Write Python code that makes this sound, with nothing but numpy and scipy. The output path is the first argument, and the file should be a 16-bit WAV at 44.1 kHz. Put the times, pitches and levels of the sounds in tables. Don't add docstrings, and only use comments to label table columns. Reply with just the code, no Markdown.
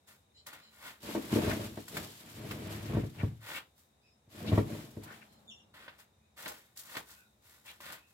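import sys
import numpy as np
from scipy import signal
from scipy.fft import rfft, irfft, next_fast_len
from scipy.io import wavfile
from scipy.ndimage import uniform_filter1d

SR = 44100
rng = np.random.default_rng(int(sys.argv[2]) if len(sys.argv) > 2 else 0)


def wav_out(sig):
    wavfile.write(sys.argv[1], SR, np.round(np.clip(np.atleast_2d(sig).T, -1, 1) * 32767).astype(np.int16))


N = 358577
TIME = np.arange(N) / SR


def from_db(db):
    return 10 ** (np.asarray(db) / 20)


def rms_one(x):
    return x / np.sqrt(np.mean(x ** 2) + 1e-20)


def at_hz(points, hz):
    table_hz, value = np.array(points).T
    return np.interp(np.log(hz + 1), np.log(table_hz), value)


def colour(x, spectrum):
    size = 2 ** 19
    gain = rms_one(from_db(at_hz(spectrum, np.fft.rfftfreq(size, 1 / SR))))
    return irfft(rfft(x, size) * gain)[..., :N]


def wander(rate, size=N):
    window = int(SR / rate)
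    return rms_one(uniform_filter1d(uniform_filter1d(rng.standard_normal(size), window), window))


def steady(x, window_s):
    power = uniform_filter1d(x ** 2, int(window_s * SR)).clip(0)
    return x / np.sqrt(power + 1e-12)


def grains(per_s, spread_db):
    present = rng.random(N) < per_s / SR
    size = from_db(spread_db * np.minimum(rng.exponential(1, N), 5))
    return present * size * rng.choice([-1, 1], N)


def crumbling(per_s, spread_db, snaps_db, window_s):
    fine = steady(grains(per_s, spread_db), window_s)
    return fine + from_db(snaps_db) * rms_one(grains(45, 1.5))


def bursts(times, levels_db, fade_s):
    jumps = np.zeros(N)
    jumps[(times * SR).astype(int)] = from_db(levels_db)
    return signal.lfilter([1], [1, -np.exp(-1 / (fade_s * SR))], jumps + 1e-18)


def strokes(rows, curve, powers):
    energy = 0
    for start, rise, hold, fall, *levels_db in rows:
        t = TIME - start
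        speed = np.clip(t / rise, 0, 1) ** curve
        speed = speed * 10 ** -np.clip((t - rise - hold) / fall, 0, 10)
        gains = [from_db(db) * speed ** power for db, power in zip(levels_db, powers)]
        energy = energy + np.array(gains) ** 2
    return np.sqrt(energy)


def ring(clicks, hz, t60):
    r, w = from_db(-60 / (t60 * SR)), 2 * np.pi * hz / SR
    return signal.lfilter([0, np.sin(w)], [1, -2 * r * np.cos(w), r * r], clicks + 1e-18)


PORT_SPACING_M = 0.21


def diffuse(size):
    mid, side = rfft(rng.standard_normal((2, size)))
    alike = np.sinc(2 * np.fft.rfftfreq(size, 1 / SR) * PORT_SPACING_M / 343)
    ports = np.sqrt(1 + alike) * mid + np.sqrt(1 - alike) * side * [[1], [-1]]
    return irfft(ports, size) / np.sqrt(2)


def from_right(x):
    return np.array([np.roll(x, 6), x])


def echo_norm(wet_db, early_db):
    return np.sqrt(1 + from_db(wet_db) ** 2 + from_db(early_db) ** 2)


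# f/Hz, t60/s
RING_TIMES = [(100, 0.4), (500, 0.28), (2000, 0.2), (6000, 0.22), (15000, 0.19)]


def in_yard(x, wet_db, early_db, early_s):
    t = np.arange(SR) / SR
    hz, when, cells = signal.stft(diffuse(size=SR), SR)
    decay = from_db(-60 * when / at_hz(RING_TIMES, hz)[:, None])
    tail = signal.istft(cells * decay)[1][:, :SR] * (t > .008)
    early = diffuse(size=SR) * np.exp(-t / early_s) * (t > .002)
    echoes = (from_db(wet_db) * rms_one(tail) + from_db(early_db) * rms_one(early)) / np.sqrt(SR)
    reverberant = signal.fftconvolve(x[None], echoes, axes=1)[:, :N]
    return (from_right(x) + reverberant) / echo_norm(wet_db, early_db)


def smear(x, seconds):
    r = np.exp(-1 / (seconds * SR))
    return signal.lfilter([1 - r], [1, -r], x ** 2 + 1e-18)


def scattered(x, wet_db, early_db, early_s, t60):
    early = from_db(early_db) ** 2 * smear(x, early_s)
    tail = from_db(wet_db) ** 2 * smear(x, t60 / np.log(1e6))
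    echoes = np.sqrt(early + tail) * diffuse(size=next_fast_len(N, True))[:, :N]
    return (from_right(x) + echoes) / echo_norm(wet_db, early_db)


def air(spectrum):
    return colour(diffuse(size=next_fast_len(N, True)), spectrum)


# f/Hz, level/dB
YARD_SPECTRUM = [(25, -48), (40, -37), (50, -38), (63, 1), (97, -2), (200, -26), (310, -23), (480, -21),
                 (1000, -35), (1700, -24), (2500, -22), (3100, -26.5), (4700, -27.5), (7500, -25.5),
                 (16000, -36)]
# start t/s, rise t/s, hold t/s, fall t/s, rumble level/dB, hum level/dB
VEHICLE = [(4.3, 0.89, 0.34, 0.7, -67, -69.5)]
YARD_DB, TRAFFIC_RUMBLE_DB, TRAFFIC_HUM_DB = -74, -73.5, -82


def background():
    passing = strokes(VEHICLE, curve=0.56, powers=(1, 1))
    rumble, hum = np.hypot(passing, from_db([[TRAFFIC_RUMBLE_DB], [TRAFFIC_HUM_DB]]))
    rumble_air = air([(50, -6.5), (130, 0.5), (300, -7.5), (800, -7.0), (1600, -17.5), (4000, -56)])
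    hum_air = air([(170, -39), (200, 1.0), (216, 10.5), (232, 2.5), (270, -61.5)])
    twitter = air([(3000, -44), (3650, -3.5), (3850, -5), (4100, -16.5), (4800, -53)])
    traffic = rumble * rumble_air + hum * hum_air
    return from_db(YARD_DB) * air(YARD_SPECTRUM) + traffic + from_db(-82.5 + 2 * wander(rate=63)) * twitter


# t/s, f/Hz, level/dB
CHIRP_TRACK = [(5.468, 3440, -80), (5.48, 3570, -45), (5.497, 3460, -48), (5.51, 2793, -46.5),
               (5.545, 2780, -58), (5.57, 2770, -68)]


def near_chirp():
    s, hz, db = np.transpose(CHIRP_TRACK)
    pitch = np.interp(TIME, s, hz) * (1 + 0.008 * wander(rate=560))
    phase = 2 * np.pi * np.cumsum(pitch) / SR
    voice = np.sin(phase) + from_db(-12) * np.sin(2 * phase) + from_db(-29) * np.sin(3 * phase)
    chirp = from_db(np.interp(TIME, s, db, left=-200, right=-200)) * voice
    return chirp + from_db(-12.5) * np.roll(chirp, int(.085 * SR))


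# start t/s, length t/s, f/Hz about which the pitch moves, level/dB
WHISTLE_CALLS = [(3.997, 0.17, 5140, -72), (4.01, 0.093, 2570, -68), (6.18, 0.11, 2460, -77),
                 (7.09, 0.19, 1470, -64), (7.12, 0.12, 2550, -65), (7.21, 0.073, 3910, -83),
                 (7.96, 0.14, 2580, -66.5)]
# start t/s, length t/s, fundamental f/Hz about which it moves, level/dB
NASAL_CALLS = [(.335, 0.078, 1035, -69.5), (.58, 0.13, 1010, -71.5), (5.27, 0.12, 1044, -80)]
# multiple of the fundamental, level/dB
NASAL_PARTIALS = [(2, -10), (3, 3.5), (4, 12), (5, -1), (7, 0.5)]


def far_calls():
    far, waver = np.zeros(N), 1 + 0.031 * wander(rate=350)
    for calls, partials in (WHISTLE_CALLS, [(1, 0)]), (NASAL_CALLS, NASAL_PARTIALS):
        for s, length, hz, db in calls:
            inside = (TIME >= s) & (TIME < s + length)
            effort = np.sin(np.pi * (TIME[inside] - s) / length)
            pitch = hz * (waver[inside] + 0.0413 * (effort - np.pi / 4))
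            phase = 2 * np.pi * np.cumsum(pitch) / SR
            voice = sum(from_db(db + k_db) * np.sin(round(k) * phase) for k, k_db in partials)
            far[inside] += effort * voice
    return far


def birds():
    return in_yard(near_chirp() + far_calls(), wet_db=5, early_db=2, early_s=.02)


# start t/s, length t/s, first f/Hz, last f/Hz, level/dB
STONES = [(1.498, 0.0292, 1664, 1920, -33.5), (2.842, 0.026, 4730, 4600, -51),
          (3.182, 0.052, 2700, 783, -42.5), (3.529, 0.069, 2300, 3040, -40.5),
          (4.456, 0.049, 3870, 3030, -40.5), (5.047, 0.12, 1300, 1704, -49.5),
          (5.21, 0.023, 2133, 1990, -50.5), (6.437, 0.1, 812, 699, -44.5), (6.938, 0.077, 854, 703, -46),
          (7.656, 0.071, 2890, 3150, -47.5)]


def rasps():
    out = np.zeros(N)
    for s, length, from_hz, to_hz, db in STONES:
        along = np.linspace(0, 1, int(length * SR))
        lowpass = signal.butter(2, 0.26 * from_hz, fs=SR, output="sos")
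        rough = rms_one(signal.sosfilt(lowpass, rng.standard_normal(len(along))))
        tone = np.sin(2 * np.pi * np.cumsum(from_hz + (to_hz - from_hz) * along) / SR)
        out[int(s * SR):][:len(along)] += from_db(db) * np.sin(np.pi * along) * rough * tone
    return in_yard(out, wet_db=0.5, early_db=9.5, early_s=0.0043)


# start t/s, rise t/s, hold t/s, fall t/s, sole level/dB, straw and grit level/dB
SLIDES = [(.062, 0.026, 0.019, 0.11, -62, -60.5), (.459, 0.0059, 0.016, 0.095, -51, -57.5),
          (.52, 0.005, 0.0063, 0.18, -53.5, -63), (.68, .06, 0.051, .1, -65, -64.5),
          (.77, 0.092, 0.02, .1, -48, -52.5), (3.39, .11, 0.079, 0.047, -45.5, -50.5),
          (3.74, 0.047, .01, 0.13, -75.5, -66.5), (5.733, 0.0095, 0.098, 0.21, -56.5, -66),
          (5.972, .025, 0.0094, 0.053, -60, -59), (6.36, 0.019, .12, .18, -52, -53),
          (6.753, 0.012, .035, 0.42, -64.5, -56.5), (6.81, 0.13, 0.03, 0.075, -51, -52),
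          (7.04, 0.065, .01, 0.13, -60, -55.5), (7.4, 0.066, 0.082, 0.2, -67, -63),
          (7.638, 0.022, 0.041, .14, -57.5, -57.5), (7.79, 0.066, 0.074, 0.092, -49, -54.5),
          (8.04, 0.053, .04, .1, -76, -71)]
SLIDE_POWERS = (1.115, 1)
# t/s, crunch level/dB, slap level/dB
GRIT_STEPS = [(0.0725, -63, -79), (0.465, -49, -62), (0.5302, -56, -59), (1.4267, -56, -45),
              (1.88, -44.5, -50.5), (1.969, -42, -34.5), (2.51, -45.5, -39), (4.906, -60, -72),
              (5.032, -48, -60), (5.3246, -63, -71), (5.8802, -82, -45.5), (6.4589, -67.5, -37.5),
              (6.479, -41.5, -71), (6.77, -46.5, -63), (6.79, -46.5, -60), (6.951, -82, -42.5),
              (6.9672, -46, -36.5), (7.8042, -54, -50), (7.923, -51, -65)]
# f/Hz, level/dB
SOLE_SPECTRUM = [(60, -13), (130, -9), (300, -8.5), (520, -7), (750, -4), (1000, -1), (1500, 0),
                 (2300, -2.5), (3500, -6.5), (5000, -15), (8000, -49)]
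# f/Hz, level/dB
STRAW_SPECTRUM = [(1500, -36.5), (3000, -2), (4300, 1.5), (6300, 0.5), (7600, 3), (9500, -1), (12500, 3),
                  (16000, -2.5)]
SCUFF_CURVE = 1.17
TICK_DB, TICK_S = 5, 0.00082


def shoes():
    rub, crush = strokes(SLIDES, SCUFF_CURVE, SLIDE_POWERS)
    s, crunch_db, slap_db = np.transpose(GRIT_STEPS)
    grip = from_db(0.57 * wander(rate=190))
    rubbing = rub * grip + bursts(s, slap_db, fade_s=0.0085)
    sole = rubbing * steady(grains(per_s=1800, spread_db=3.5), window_s=0.019)
    sole = sole + bursts(s, slap_db + TICK_DB, fade_s=TICK_S) * rng.standard_normal(N)
    crushing = crush * grip + bursts(s, crunch_db, fade_s=0.015)
    straw = crushing * crumbling(per_s=2200, spread_db=-1.5, snaps_db=-7.5, window_s=0.023)
    hollow = in_yard(sole, wet_db=3.5, early_db=9.0, early_s=0.0023)
    open_sole = scattered(sole, wet_db=-1, early_db=-3.0, early_s=0.0047, t60=0.17)
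    straw = scattered(straw, wet_db=-4.0, early_db=17.0, early_s=0.0022, t60=0.85)
    return (colour(from_db(-2.5) * open_sole + from_db(-3.0) * hollow, SOLE_SPECTRUM)
            + colour(straw, STRAW_SPECTRUM))


# f/Hz, level/dB, t60/s when ringing freely
CABINET_MODES = [(62, -11, .18), (80, -8.5, 0.156), (111.2, 3.5, 0.19), (127, 3, .12), (154.5, -4.5, .13),
                 (179, -10, .12), (219.7, -4.5, .15), (252.4, -3, 0.16), (286.2, 2.5, .15), (322.2, 1, .13),
                 (380, -3.5, .1), (423, 0, 0.1), (490, -4, .13), (534, -6.5, 0.087), (591, -7, .07),
                 (640, 1.5, 0.067), (714, -1, .1), (802, -5, 0.12), (880, -2.5, 0.12), (957, -2, 0.085),
                 (1080, -5, 0.084), (1184, -4, 0.05), (1354, -8, 0.08), (1554, -6.5, 0.064),
                 (1847, -5, 0.052), (2290, -15, 0.075)]
# lowest f/Hz, upper limit f/Hz
MODE_BANDS = [(0, 200), (200, 600), (600, 3000)]
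CARCASS, PANELS, EDGES = MODE_BANDS


def modes_of(part):
    return [mode for mode in CABINET_MODES if part[0] <= mode[0] < part[1]]


def judder(part, slips_per_s, spread_db, damping):
    slips = grains(slips_per_s, spread_db)
    shaken = sum(ring(slips * rng.normal(0, from_db(db), N), hz, t60 / damping)
                 for hz, db, t60 in modes_of(part))
    return steady(shaken, window_s=0.047)


# t/s, carcass level/dB, panels level/dB, edges level/dB
LANDINGS = [(1.086, -61, -32, -55), (1.148, -48.5, -24, -33), (1.163, -40, -26, -37),
            (1.357, -32, -16.5, -52), (1.384, -27, -26, -48), (1.476, -24, -26.5, -38),
            (1.495, -31, -47, -33), (1.772, -38, -33.5, -42), (2.949, -22, -37, -40),
            (2.967, -20.5, -22.5, -38), (3.034, -25.5, -33.5, -46), (3.233, -20.5, -31, -42),
            (4.275, -54, -60, -72), (4.345, -60, -46, -69.5), (4.517, -23, -25.5, -37.5),
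            (4.528, -16.5, -24.5, -40.5), (4.576, -18, -18, -25.5), (4.729, -37, -36.5, -52),
            (4.968, -34.5, -35.5, -55), (5.015, -40.5, -54, -69)]


def knocks(part, levels_db, scatter):
    at, out = (np.array(LANDINGS)[:, 0] * SR).astype(int), 0
    for k, (hz, db, t60) in enumerate(modes_of(part)):
        clicks = np.zeros(N)
        clicks[at] = from_db(levels_db + db) * (1 + scatter * rng.standard_normal(len(at)))
        sign = 1 if part == CARCASS else (-1) ** (k // 2)
        out = out + ring(clicks, hz, t60) * sign
    return out / np.sqrt(sum(from_db(db) ** 2 for hz, db, t60 in modes_of(part)))


# start t/s, rise t/s, hold t/s, fall t/s,
# carcass level/dB, panels level/dB, grinding level/dB, grit crackle level/dB
CABINET_PULLS = [(0.995, 0.062, .19, 0.26, -50, -46, -50.5, -50.5),
                 (1.28, 0.051, .17, 0.28, -30.5, -29.5, -42, -45.5),
                 (1.86, 0.1, 0.021, .22, -45, -43, -50, -50),
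                 (2.15, 0.08, 0.072, 0.094, -60, -57.5, -58.5, -59.5),
                 (2.27, 0.15, 0.35, 0.23, -41, -46, -52.5, -55.5),
                 (2.72, 0.21, 0.0067, 0.16, -32.5, -39.5, -48.5, -56.5),
                 (3.11, 0.095, 0.0072, 0.14, -37.5, -46.5, -52.5, -60),
                 (4.28, 0.22, 0.053, 0.17, -35, -36, -49.5, -54.5),
                 (4.645, 0.054, 0.035, 0.29, -42, -41, -52.5, -54.5),
                 (4.99, 0.062, 0.035, 0.21, -56, -54, -52.5, -61.5)]
PULL_POWERS = (1.2, 1.46, 0.96, 0.61)
# f/Hz, level/dB
GRIND_SPECTRUM = [(400, -9), (650, -1), (950, 1), (1500, -0.5), (2400, -1), (3600, -6.5), (5000, -14.5),
                  (8000, -25)]
# f/Hz, level/dB
GRIT_SPECTRUM = [(1500, -31), (3000, 0), (4300, -1), (6300, -5), (7500, -2.5), (9300, -7), (12500, -2.5),
                 (16000, -13)]
PULL_CURVE = 1.25
BOOM_CUT_HZ = 93


def cabinet():
    carcass, panels, grinding, crackle = strokes(CABINET_PULLS, PULL_CURVE, PULL_POWERS)
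    s, carcass_db, panels_db, edges_db = np.transpose(LANDINGS)
    sliding = 1 / (1 + 1.5 * bursts(s, 0, fade_s=.04))

    boom = carcass * sliding * judder(CARCASS, slips_per_s=160, spread_db=1.5, damping=1.0)
    boom = boom + knocks(CARCASS, carcass_db, scatter=0.25)
    boom = signal.sosfilt(signal.butter(2, BOOM_CUT_HZ, "high", fs=SR, output="sos"), boom)
    wood = panels * sliding * judder(PANELS, slips_per_s=240, spread_db=2.5, damping=3.0)
    wood = wood + knocks(PANELS, panels_db, scatter=0.061)
    edge_drive = from_db(-12) * grinding + from_db(-20.5) * panels
    edges = edge_drive * judder(EDGES, slips_per_s=220, spread_db=6.0, damping=1.5)
    edges = edges + knocks(EDGES, edges_db, scatter=0.46)

    crack = bursts(s, edges_db - 21.0, fade_s=0.013)
    bite = from_db(2.0 * wander(rate=19.5))
    sand = grinding * bite + crack
    sand = sand * crumbling(per_s=1800, spread_db=1.5, snaps_db=-11.0, window_s=0.016)
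    grit = crackle * bite * crumbling(per_s=1100, spread_db=2.0, snaps_db=-7.0, window_s=0.12)
    sand = scattered(sand, wet_db=-1, early_db=18.0, early_s=0.0031, t60=0.38)
    grit = scattered(grit, wet_db=0.5, early_db=13, early_s=0.0048, t60=0.3)

    return (in_yard(boom, wet_db=-11, early_db=-12, early_s=0.0042)
            + in_yard(wood + edges, wet_db=-7.0, early_db=-1.0, early_s=0.0077)
            + colour(sand, GRIND_SPECTRUM) + colour(grit, GRIT_SPECTRUM))


LEFT_DB = 0.94


def scene():
    total = background() + birds() + rasps() + shoes() + cabinet()
    return total * from_db([[LEFT_DB / 2], [-LEFT_DB / 2]])


CUTOFF_HZ = 15900


def record(dry):
    thin = signal.sosfilt(signal.butter(6, 54, "high", fs=SR, output="sos"), dry)
    return signal.sosfilt(signal.ellip(12, .1, 80, CUTOFF_HZ, fs=SR, output="sos"), thin)


dry = scene()
out = record(dry)
wav_out(out)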